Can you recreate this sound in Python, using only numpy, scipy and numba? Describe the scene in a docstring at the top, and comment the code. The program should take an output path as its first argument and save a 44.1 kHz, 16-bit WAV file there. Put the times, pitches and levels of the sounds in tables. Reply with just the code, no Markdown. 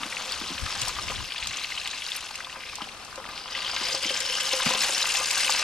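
"""A bird roasts over charcoal in an open kettle grill on gravel; a hand-held camera walks round it.
Fat boils from the start as damped bubble rings over steam hiss, with bursts, spits, plops and knocks; the bowl rings.
From about 0.35 to 1.5 s a breeze, low noise and single thumps, buffets the left microphone port hardest.
A passing body shades the treble from about 2.3 to 3.5 s; then the boil grows, and the bowl hums after 3.9 s.
Under it all lies a far backyard rumble of filtered noise."""
import sys
import numpy as np
from scipy import signal
from scipy.fft import rfft, irfft
from scipy.io import wavfile
from scipy.ndimage import uniform_filter1d
from numba import njit

SR = 44100
rng = np.random.default_rng(int(sys.argv[2]) if len(sys.argv) > 2 else 0)


def master(y):
    """Save y as 16-bit WAV."""
    cut = np.clip(np.atleast_2d(y).T, -1, 1)
    pcm = np.round(cut * 32767)  # scale
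    wavfile.write(sys.argv[1], SR, pcm.astype(np.int16))


def convert_level_to_amplitude(level_db):
    """Map a level in decibels to its linear amplitude factor."""
    exponent = np.asarray(level_db, float) / 20
    return 10 ** exponent


N = 248283  # samples


def level(x, db):
    """Scale to an rms level."""
    return x * convert_level_to_amplitude(db) / np.sqrt(np.mean(x ** 2))


def colour(x, points):
    """Weight the spectrum by (f/Hz, level/dB) points joined on a log-frequency axis."""
    hz, db = np.transpose(points)
    axis = np.log(np.arange(1, N // 2 + 2) * SR / N)
    return irfft(rfft(x) * convert_level_to_amplitude(np.interp(axis, np.log(hz), db)), N)


def wide_noise(side_points):
    """Stereo noise: a shared middle plus a coloured side of opposite sign in the two ports."""
    mid, side = rng.standard_normal((2, N))
    return mid + colour(side, side_points) * np.array([[1], [-1]])


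def ring(x, hz, width):
    """One resonance, gain 1 at its centre."""
    return signal.lfilter(*signal.iirpeak(hz, hz / width, SR), x)


@njit
def sweep(x, hz, width):
    """State-variable band-pass whose centre moves."""
    y, band, low = np.empty(len(x)), 0., 0.
    for i in range(len(x)):
        g, damping = np.tan(np.pi * hz[i] / SR), width / hz[i]
        v = (band + g * (x[i] - low)) / (1 + g * (g + damping))
        band, low, y[i] = 2 * v - band, low + 2 * g * v, damping * v
    return y


def walk(rate):
    """Random levels held 1 / rate s and slewed twice."""
    hold = int(SR / rate)
    steps = np.repeat(rng.standard_normal(N // hold + 1), hold)
    slewed = uniform_filter1d(uniform_filter1d(steps, hold), hold)
    return 0.42 * slewed[:N]


def follow(table):
    """Turn a t/s table into one control per further column, straight lines between its rows."""
    s, *columns = np.transpose(table)
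    return [np.interp(np.arange(N) / SR, s, column) for column in columns]


@njit
def bubbles(s, hz, cycles, size, lag, glide):
    """Damped rings that swell for a moment and glide up; the right port's phase lags by lag samples."""
    out = np.zeros((2, N))
    for e in range(len(s)):
        turn = 2j * np.pi * hz[e] / SR
        fade = np.exp(-hz[e] / SR / cycles[e])
        step = np.exp(turn) * fade
        bend = np.exp(turn * glide * hz[e] / SR / cycles[e])
        z, late = size[e] + 0j, np.exp(-turn * lag[e])
        rise, start = 1., int(s[e] * SR)
        for i in range(start, min(N, start + int(6 * cycles[e] * SR / hz[e]))):
            out[0, i] += (1 - rise) * z.imag
            out[1, i] += (1 - rise) * (z * late).imag
            z, step, rise = z * step, step * bend, rise * fade ** 4
    return out


# modes of the steel bowl, lowest first: f/Hz, width/Hz, level/dB
BOWL_MODES = [(526.4, 28, 5.5), (805, 29, 0.5), (1020, 24, 5), (1204, 28, 4.5), (1580, 18, 2),
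              (2080, 70, -2.5), (6360, 26, 4), (6960, 17, 0)]


def upper_bowl(x):
    """The bowl modes above the lowest ring along with whatever strikes the steel."""
    return sum(convert_level_to_amplitude(db) * ring(x, hz, width) for hz, width, db in BOWL_MODES[1:])


def lowest_bowl(x):
    """The lowest bowl mode alone, gain 1 at its centre."""
    hz, width, _ = BOWL_MODES[0]
    return ring(x, hz, width)


# spectral tilt of the yard: f/Hz, level/dB
YARD_COLOUR = [(15, -35), (25, 15), (436, 7.5), (781, 7), (940, -10), (1190, 2), (1640, -1), (5260, -20.5),
               (9660, -37), (14000, -47)]
# slow swell of the yard: t/s, level/dB
YARD_SWELL_LEVEL = [(0.0, -54.5), (1.08, -42.5), (1.4, -55.5), (2.3, -53.5), (2.85, -48), (4.2, -47),
                    (4.6, -55), (5.63, -59)]


def yard():
    """Far backyard rumble of traffic and air, as coloured noise wide in the treble."""
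    swell_db, = follow(YARD_SWELL_LEVEL)
    wide = wide_noise([(40, -2), (120, -29), (8000, 28.0)])
    return convert_level_to_amplitude(swell_db) * level(colour(wide, YARD_COLOUR), 0.7)


# gust strength before the port offsets: t/s, level/dB
GUSTS = [(0.0, -63), (0.3, -62), (0.36, -51), (0.58, -55), (0.64, -32.5), (0.7, -57), (0.79, -46),
         (0.86, -48), (0.95, -54), (1.07, -43), (1.13, -44.5), (1.21, -40.5), (1.26, -45), (1.3, -62),
         (1.4, -56), (1.5, -42), (1.56, -62.5), (1.75, -56), (2.0, -60), (2.3, -64), (4.6, -68),
         (4.95, -59.5), (5.25, -59.5), (5.63, -61)]
# single eddies thumping on the left port: t/s, level/dB, f/Hz
EDDY_THUMPS = [(0.352, -34, 70), (0.545, -32, 80), (0.627, -19, 87), (0.774, -32, 90), (0.823, -24.5, 108),
               (0.954, -32, 70.5), (1.059, -41, 80), (0.875, -29, 39.8), (1.185, -36, 80), (1.418, -31, 60),
               (1.485, -33, 70)]
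# spectral tilt of the buffeting: f/Hz, level/dB
BUFFET_COLOUR = [(20, -11), (40, 6), (80, 0.5), (160, -7), (320, -13.5), (600, -58)]


def breeze():
    """Eddies hit the two ports unrelated, the left harder; the strongest land as single thumps."""
    gust_db, = follow(GUSTS)
    eddies = []
    for port_db in (6, -5):  # left, right
        noise = colour(rng.standard_normal(N), BUFFET_COLOUR)
        eddies.append(level(noise * convert_level_to_amplitude(3 * walk(30)), port_db))
    after_last = np.arange(N) / SR > GUSTS[-1][0]
    gust_db = np.where(after_last, -75, gust_db)
    s, thump_db, hz = np.transpose(EDDY_THUMPS)
    thumps = bubbles(s, hz, 1.5 + 0 * s, convert_level_to_amplitude(thump_db), 0 * s, 0.0)[0]
    return convert_level_to_amplitude(gust_db) * np.array(eddies) + thumps * convert_level_to_amplitude(np.array([[0], [-12]]))


# plops and knocks, mostly low, one a short higher click: t/s, level/dB, f/Hz
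PLOPS_AND_KNOCKS = [(0.004, -35.5, 250), (0.028, -35, 230), (0.056, -32, 290), (0.414, -29.5, 297),
                    (0.436, -35, 334), (0.503, -31.5, 294), (0.514, -28.5, 249), (0.546, -36, 237),
                    (1.101, -30, 634), (2.568, -38, 627), (2.818, -32.5, 276), (3.177, -33.5, 500),
                    (3.289, -35.5, 1570), (3.73, -38, 620), (3.811, -31.5, 325), (3.887, -34, 590),
                    (3.944, -28, 594), (4.053, -29, 287), (4.104, -30.5, 530), (4.532, -30, 483),
                    (4.66, -18, 220), (4.707, -29, 480), (4.748, -25, 558), (4.893, -29.5, 534),
                    (5.2, -35.5, 487), (5.496, -36.5, 493)]


def plops_and_knocks():
    """A short ring, a duller thud under it and a broad splash on top, which set pan and bowl going."""
    splash_db, splash_db_per_octave, splash_decay_s = 1, 4, 0.009  # the deeper ones splash less
    s, db, hz = np.transpose(PLOPS_AND_KNOCKS)
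    tone = bubbles(s, hz, 2.35 + 0 * s, convert_level_to_amplitude(db), 0 * s, 0.083)
    thud = bubbles(s + 0.0022, 0.66 * hz, 1.44 + 0 * s, convert_level_to_amplitude(db - 2.0), 0 * s, 0.065)
    tone = colour(tone + thud, [(50, -25), (120, 0)])
    hits = np.zeros(N)
    hits[(s * SR).astype(int)] = convert_level_to_amplitude(db + splash_db + splash_db_per_octave * np.log2(hz / 500))
    decay = signal.lfilter([1], [1, -np.exp(-1 / (splash_decay_s * SR))], hits)
    splash = colour(decay * rng.standard_normal(N), [(300, 3.5), (900, 2.5), (3000, 0.5), (6000, -21)])
    splash = splash + convert_level_to_amplitude(7) * upper_bowl(splash)
    pan = convert_level_to_amplitude(2.5) * ring(tone, 222.8, 3.1)
    return tone + splash + pan + convert_level_to_amplitude(16.5) * lowest_bowl(tone)


# sharp spits: t/s, level/dB, left minus right level/dB, scatter over the crack level/dB
SPIT_CRACKS = [(0.8135, -33, 3, -3.5), (0.8167, -23, 6, -3), (0.883, -12.5, 14, -19), (1.472, -26, 2, -2),
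               (1.7215, -32, 11, -20), (1.875, -21, 1, -15), (2.151, -34, 12, -9), (2.164, -33, 3, -11),
               (2.356, -26.5, 1, -7), (2.7306, -42, 6, -14), (2.7552, -23.5, -2, -9.5), (3.049, -34, 3, -8),
               (3.1573, -34.5, 3, -4.5), (3.2902, -31, 4, -22), (3.387, -39, -0.5, -8), (3.885, -32, 4, -4),
               (3.95, -23, 1, -14), (4.204, -20, 5, -6), (4.408, -23, 3, -4), (4.656, -18, 2.5, -10),
               (4.98, -15, 3, -12), (5.14, -25.5, 11, -4.5), (5.24, -30, 11, -17), (5.311, -12.5, 3, -11),
               (5.3776, -22, 3, -20), (5.446, -21, 3, -8), (5.48, -21, 5, -24)]


def spits():
    """A coloured click, then a few milliseconds of noise as scatter off grate and bowl."""
    s, db, pan_db, scatter_db = np.transpose(SPIT_CRACKS)
    at = (s * SR).astype(int)
    crack, scatter = np.zeros((2, 2, N))
    crack[:, at] = convert_level_to_amplitude(db + np.array([pan_db, -pan_db]) / 2)
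    scatter[:, at] = crack[:, at] * convert_level_to_amplitude(scatter_db)
    tail = rng.standard_normal((2, 600)) * np.exp(-np.arange(600) / SR / 0.0044)
    scatter = signal.fftconvolve(scatter, tail, axes=1)[:, :N]
    both = colour(crack, [(1500, 6.5), (6000, -10), (12000, 5.5)]) + scatter
    return colour(both, [(1200, -10), (4000, 13.0), (8000, 12.0), (12000, -5.5), (15000, -12)])


# bursts of fat, some heard mainly as short rings of the bowl: t/s, level/dB, f/Hz
FAT_BURSTS = [(0.033, -26, 1300), (0.033, -20.5, 2550), (0.125, -20.5, 2080), (0.1685, -20.5, 2500),
              (0.195, -30, 1140), (0.3217, -20, 4800), (0.342, -24, 2640), (0.5806, -20.5, 2680),
              (0.662, -20, 2010), (0.678, -28, 1260), (0.702, -25, 1290), (0.727, -30, 1330),
              (0.753, -22.5, 1240), (0.762, -25.5, 1180), (0.78, -31, 1360), (0.8185, -22.5, 2910),
              (0.875, -22.5, 770), (0.891, -25, 1130), (0.9637, -26, 3200), (0.966, -25.5, 1300),
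              (0.987, -19.5, 1240), (0.996, -36, 1150), (1.083, -20, 2780), (1.1054, -24, 2780),
              (1.118, -24, 1080), (1.16, -19.5, 3300), (1.179, -25.5, 1690), (1.203, -26, 1200),
              (1.305, -27, 2950), (1.321, -20, 2940), (1.3612, -24.5, 2730), (1.381, -22, 3160),
              (1.4267, -19, 2620), (1.453, -34, 2600), (1.47, -23, 3200), (1.5095, -21, 2600),
              (1.532, -23, 2700), (1.543, -22.5, 3780), (1.568, -23.5, 2710), (1.571, -24, 6200),
              (1.585, -23, 3170), (1.595, -26, 3500), (1.6186, -33, 2400), (1.7034, -26, 2530),
              (1.6442, -17.5, 2630), (1.643, -23.5, 4370), (1.721, -21.5, 2620), (1.7764, -19.5, 2970),
              (1.7992, -24.5, 4070), (1.8142, -23.5, 2630), (1.858, -21, 2700), (1.875, -21, 3200),
              (1.9104, -23, 3670), (1.9324, -25, 2510), (1.9583, -27, 3850), (2.0207, -22, 3160),
              (2.032, -29, 3500), (2.05, -26, 3320), (2.065, -23, 4100), (2.088, -28, 2700),
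              (2.1185, -20, 3450), (2.074, -38, 10400), (2.104, -34, 10000), (2.148, -26, 2720),
              (2.164, -24, 9900), (2.165, -28, 12400), (2.175, -28, 3300), (2.308, -26.5, 1300),
              (2.354, -26.5, 2670), (2.405, -26, 2000), (2.4463, -27, 3400), (2.47, -30.5, 1300),
              (2.4977, -27.5, 2640), (2.5267, -27, 2880), (2.558, -28.5, 1300), (2.6064, -27, 2620),
              (2.62, -35, 2300), (2.636, -29, 2430), (2.6638, -30, 2290), (2.6892, -26.5, 3100),
              (2.732, -30.5, 1200), (2.785, -28, 850), (2.807, -22, 1190), (2.8185, -22.5, 3070),
              (2.819, -26.5, 786), (2.842, -29, 2920), (2.871, -30, 830), (2.8883, -31, 2620),
              (3.108, -35, 1230), (3.128, -34, 1230), (3.1432, -37, 1580), (3.152, -35, 1230),
              (3.2, -31.5, 1230), (3.178, -27, 1210), (3.2405, -30, 1880), (3.2619, -28.5, 3060),
              (3.3103, -31, 3750), (3.3772, -28, 3000), (3.4585, -33, 2920), (3.478, -26, 3200),
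              (3.55, -19.5, 2920), (3.566, -27, 2980), (3.588, -21, 2920), (3.62, -22, 3100),
              (3.647, -23, 3020), (3.677, -26, 3470), (3.696, -20.5, 1540), (3.735, -21, 900),
              (3.764, -17.5, 3530), (3.768, -20, 1980), (3.797, -26, 3020), (3.81, -29, 3100),
              (3.825, -30, 3000), (3.843, -25, 3150), (3.868, -19, 2980), (3.9, -29, 3120),
              (3.929, -16.5, 5000), (3.962, -30, 3000), (4.047, -17.5, 3120), (4.093, -24.5, 2900),
              (3.9195, -25, 4750), (3.949, -15, 4950), (4.027, -20.5, 3130), (4.182, -33, 3100),
              (4.341, -19.5, 3400), (4.384, -21, 1500), (4.405, -20, 2970), (4.5256, -15.5, 3530),
              (4.601, -16.5, 1630), (4.6204, -18.5, 3770), (4.6605, -14.5, 2820), (4.675, -17, 2720),
              (4.69, -17, 2900), (4.662, -34, 1100), (4.69, -20.5, 800), (4.737, -20, 1020),
              (4.76, -23.5, 1020), (4.838, -25, 1020), (4.668, -25, 2070), (4.706, -18, 1020),
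              (4.719, -17, 2630), (4.749, -16, 3170), (4.808, -21, 5600), (4.833, -16, 2530),
              (4.896, -28, 1040), (4.9477, -17, 5300), (4.968, -19.5, 2710), (5.0, -19.5, 2860),
              (5.024, -29.5, 2700), (5.027, -14.5, 4720), (5.042, -19, 1045), (5.055, -16.5, 2530),
              (5.065, -29, 6450), (5.101, -18, 2700), (5.146, -20.5, 1040), (5.15, -19, 2500),
              (5.156, -17, 4200), (5.17, -16.5, 5200), (5.17, -30, 2630), (5.197, -26, 1200),
              (5.212, -18, 1120), (5.258, -16.5, 5100), (5.334, -20, 2700), (5.241, -21, 4760),
              (5.3073, -17, 2640), (5.3777, -18, 5130), (5.402, -17.5, 2680), (5.4465, -15.5, 3040),
              (5.477, -15, 2700), (5.523, -14, 4450), (5.547, -16, 2700), (5.495, -17.5, 1100),
              (5.504, -19, 4720), (5.5687, -32, 2740)]


def bursts(sizzle_db, low_hz, high_hz):
    """Each burst is a soft, fading knot of rings round one pitch; small ones fall in the focused bands."""
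    small_count, small_db, scatter_db, ring_s = 500, -4, 6, .0011  # small_db is over the sizzle
    when, size, kind = rng.random((small_count, 3)).T
    at = (when * N).astype(int)
    chance_db = sizzle_db[at] + small_db + scatter_db * (size - .5)
    small = np.c_[at / SR, chance_db, np.where(kind < .7, low_hz[at], high_hz[at])]
    s, db, hz = np.repeat(np.r_[FAT_BURSTS, small], 30, axis=0).T
    jitter, detune, place = rng.random((len(s), 3)).T
    after = (np.arange(len(s)) % 30 + jitter) / 30  # the rings follow one another through the burst
    spread = convert_level_to_amplitude(120 * (detune - .5) ** 5 + 1.3 * (detune - .5))  # most near the pitch, a few far off
    start_s = .009 * after ** 1.3 - .001
    fade_db = 2 + 13 * abs(after - .15)
    lag = 1 + 2.5 * (place - .5)
    knots = bubbles(s + start_s, hz * spread, hz * ring_s, convert_level_to_amplitude(db - fade_db), lag, 0.017)
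    knots = knots + convert_level_to_amplitude(-3) * upper_bowl(knots)
    return colour(knots, [(350, -30), (700, 0)])


def boil(flutter_db):
    """Bubbles of every size ring at their own pitch, each size spurting in its own time."""
    when, pitch, place, length, luck = rng.random((30000, 5)).T
    at = (when * N).astype(int)
    own = np.array([walk(30) for _ in range(8)])[(pitch * 8).astype(int), at]
    spurt_db = 4.0 * own + flutter_db[at]
    hz = 400 * (14000 / 400) ** pitch
    size_db = np.minimum(spurt_db - 2.2 * np.log(luck), 14)  # surface tension limits the largest
    lag = 1.27 + 2.0 * (place - .5)
    return bubbles(when * N / SR, hz, 3.63 + 6.15 * length, convert_level_to_amplitude(size_db) * hz / SR, lag, 0.029)


def droplet_ticks():
    """Tiny droplets crack in about a single cycle."""
    when, luck, pitch, place = rng.random((7000, 4)).T
    size_db = np.minimum(-3.5 * np.log(luck), 14)
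    hz, lag = 1200 + 8000 * pitch ** 2, 0.096 + 0.33 * (place - .5)
    return bubbles(when * N / SR, hz, 0.97 + 0 * when, convert_level_to_amplitude(size_db), lag, 0.0043)


def steam(flutter_db):
    """Steam hiss: wide noise that follows the bubbles' flutter a little."""
    hiss = wide_noise([(500, -17), (3000, -45), (12000, -32.0)])
    return convert_level_to_amplitude(0.32 * flutter_db) * colour(hiss, [(6000, -10.0), (13000, -19.0)])


# spectral tilt of the boiling fat: f/Hz, level/dB
FAT_COLOUR = [(88, -7), (150, -5.5), (228, -0.5), (376, -4.5), (520, -8), (693, -2), (1020, 0),
              (1840, -6.5), (2690, -0.5), (4350, -0.5), (5060, -0.5), (7000, -8), (9700, -13),
              (12000, -20.5), (14500, -29.5)]
# lowest bowl mode kept ringing by the fat: t/s, level/dB
BOWL_HUM_LEVEL = [(0.0, -52.5), (1.05, -58.5), (1.3, -64), (2.6, -61.5), (3.5, -61.5), (3.93, -45.5),
                  (4.74, -44.5), (4.9, -50), (5.63, -47.5)]


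def sizzle(sizzle_db, treble_db, body_db, low_hz, high_hz, view_db):
    """Bubbles, droplet cracks and steam hiss boil together; the bowl rings with them."""
    surge_db, surges_per_s = 1.5, 25  # the boiling surges and slackens by chance
    body_surge_db, body_surges_per_s = 2.5, 30.0  # the larger bubbles come in flurries of their own
    flutter_db = 1.5 * walk(60) + 6.5 * walk(200)  # quick, shared by all bubble sizes
    raw = level(boil(flutter_db), 0) + level(droplet_ticks(), -5) + level(steam(flutter_db), -8)
    fat = colour(raw, FAT_COLOUR)
    fat = fat + convert_level_to_amplitude(1.34 * view_db) * upper_bowl(fat)
    focus = np.array([convert_level_to_amplitude(5) * sweep(port, low_hz, 240.0) + convert_level_to_amplitude(3) * sweep(port, high_hz, 280.0)
                      for port in fat])
    body = colour(fat, [(1400, 0.0), (2100, -72)])
    treble = colour(fat, [(4800, -18.5), (7000, -3.0)])
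    middle = level(fat - body - treble + convert_level_to_amplitude(1.7 * view_db) * focus, 0)
    treble = convert_level_to_amplitude(treble_db) * level(treble, 0.052)
    body = convert_level_to_amplitude(body_db + body_surge_db * walk(body_surges_per_s)) * level(body, -2.5)
    hum_db, = follow(BOWL_HUM_LEVEL)
    hum = convert_level_to_amplitude(hum_db) * level(lowest_bowl(raw), 0)
    return convert_level_to_amplitude(sizzle_db + surge_db * walk(surges_per_s)) * (middle + treble + body) + hum


# boiling fat: t/s, sizzle level/dB, treble over it level/dB, low body over it level/dB (before trims)
FAT_BOIL = [(0, -34.5, -6.5, 1), (.09, -36.5, -6.5, -7.5), (.16, -34, -9, -3), (.62, -34.5, -8, -6),
            (.72, -32, -7.5, -6.5), (.82, -35.5, -2, -7.5), (1.12, -35, -7, -5), (1.27, -36.5, -10.5, -7.5),
            (1.6, -36, -9.5, -5.5), (1.95, -36, -8.5, -6), (2.15, -35, -7.5, -10.5), (2.3, -39, -6.5, -5.5),
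            (2.55, -43, -13, -3), (2.75, -37.5, -17, -9.5), (2.86, -41, -12, -2.5), (2.95, -43.5, -16, 1.5),
            (3.15, -43, -17, -1), (3.25, -44.5, -29, 7.5), (3.29, -42, -22, -1.5), (3.38, -39, -13, -1.5),
            (3.44, -40.5, -25, -3), (3.48, -37.5, -23, -2), (3.57, -33, -12.5, -5), (3.8, -30.5, -10, -6),
            (4.03, -32, -5.5, -12), (4.3, -31.5, -5, -10.5), (4.62, -29, -4, -7.5), (4.67, -25, -5, -6.5),
            (4.76, -28, -7.5, -6.5), (4.81, -29, -1, -9.5), (5.2, -32, 2.5, -14.5),
            (5.63, -27.5, -3.5, -10)]
# two bands the bowl focuses, shifting as the camera moves round it:
# t/s, lower f/Hz, upper f/Hz, view into the bowl level/dB (scaled where used)
BOWL_FOCUS = [(0.0, 2940, 5100, -23), (1.1, 2880, 5530, -5.5), (1.4, 2600, 4180, -4), (1.9, 2620, 3950, -5),
              (2.15, 2730, 3880, -9), (2.6, 2470, 5070, -1), (2.9, 2550, 5500, -6), (3.4, 2880, 5000, -8),
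              (3.55, 3000, 4670, -3), (3.95, 3180, 4870, -2), (4.3, 3040, 5250, 0),
              (4.83, 2730, 5260, -6.5), (5.2, 2670, 4970, 0), (5.63, 2710, 4850, -4)]


def boiling_fat():
    """One boil drives both the sizzle and the small bursts, through the bands the bowl focuses."""
    sizzle_db, treble_db, body_db = follow(FAT_BOIL)
    low_hz, high_hz, view_db = follow(BOWL_FOCUS)
    boiling = sizzle(sizzle_db, treble_db, body_db, low_hz, high_hz, view_db)
    return boiling + bursts(sizzle_db, low_hz, high_hz)


# left over right port: f/Hz, level/dB
PORT_BALANCE = [(60, 0), (110, -2), (200, 3.5), (370, 3), (680, 3.5), (1250, 3.5), (2290, 3.5), (4200, 4),
                (7700, 1), (14100, 4.5)]


def balance(x):
    """Lean the stereo image by frequency, half the difference on each port."""
    hz, db = np.transpose(PORT_BALANCE)
    return np.array([colour(x[0], np.c_[hz, db / 2]), colour(x[1], np.c_[hz, -db / 2])])


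def scene():
    """Yard, breeze and grill."""
    return balance(yard() + plops_and_knocks() + boiling_fat()) + spits() + breeze()


def low_pass(x):
    """Removes everything above the highest recorded frequency."""
    return signal.sosfilt(signal.butter(12, 14720, fs=SR, output="sos"), x)


def record(dry):
    """Each microphone adds its own faint hiss and rolls off at the top."""
    hiss = colour(rng.standard_normal((2, N)), [(3000, -16), (9000, -4.5), (13000, -18)])
    mix = colour(dry + level(hiss, -52.5), [(14100, -2.0), (15200, -27)])
    return low_pass(mix)


dry = scene()
out = record(dry)
master(out)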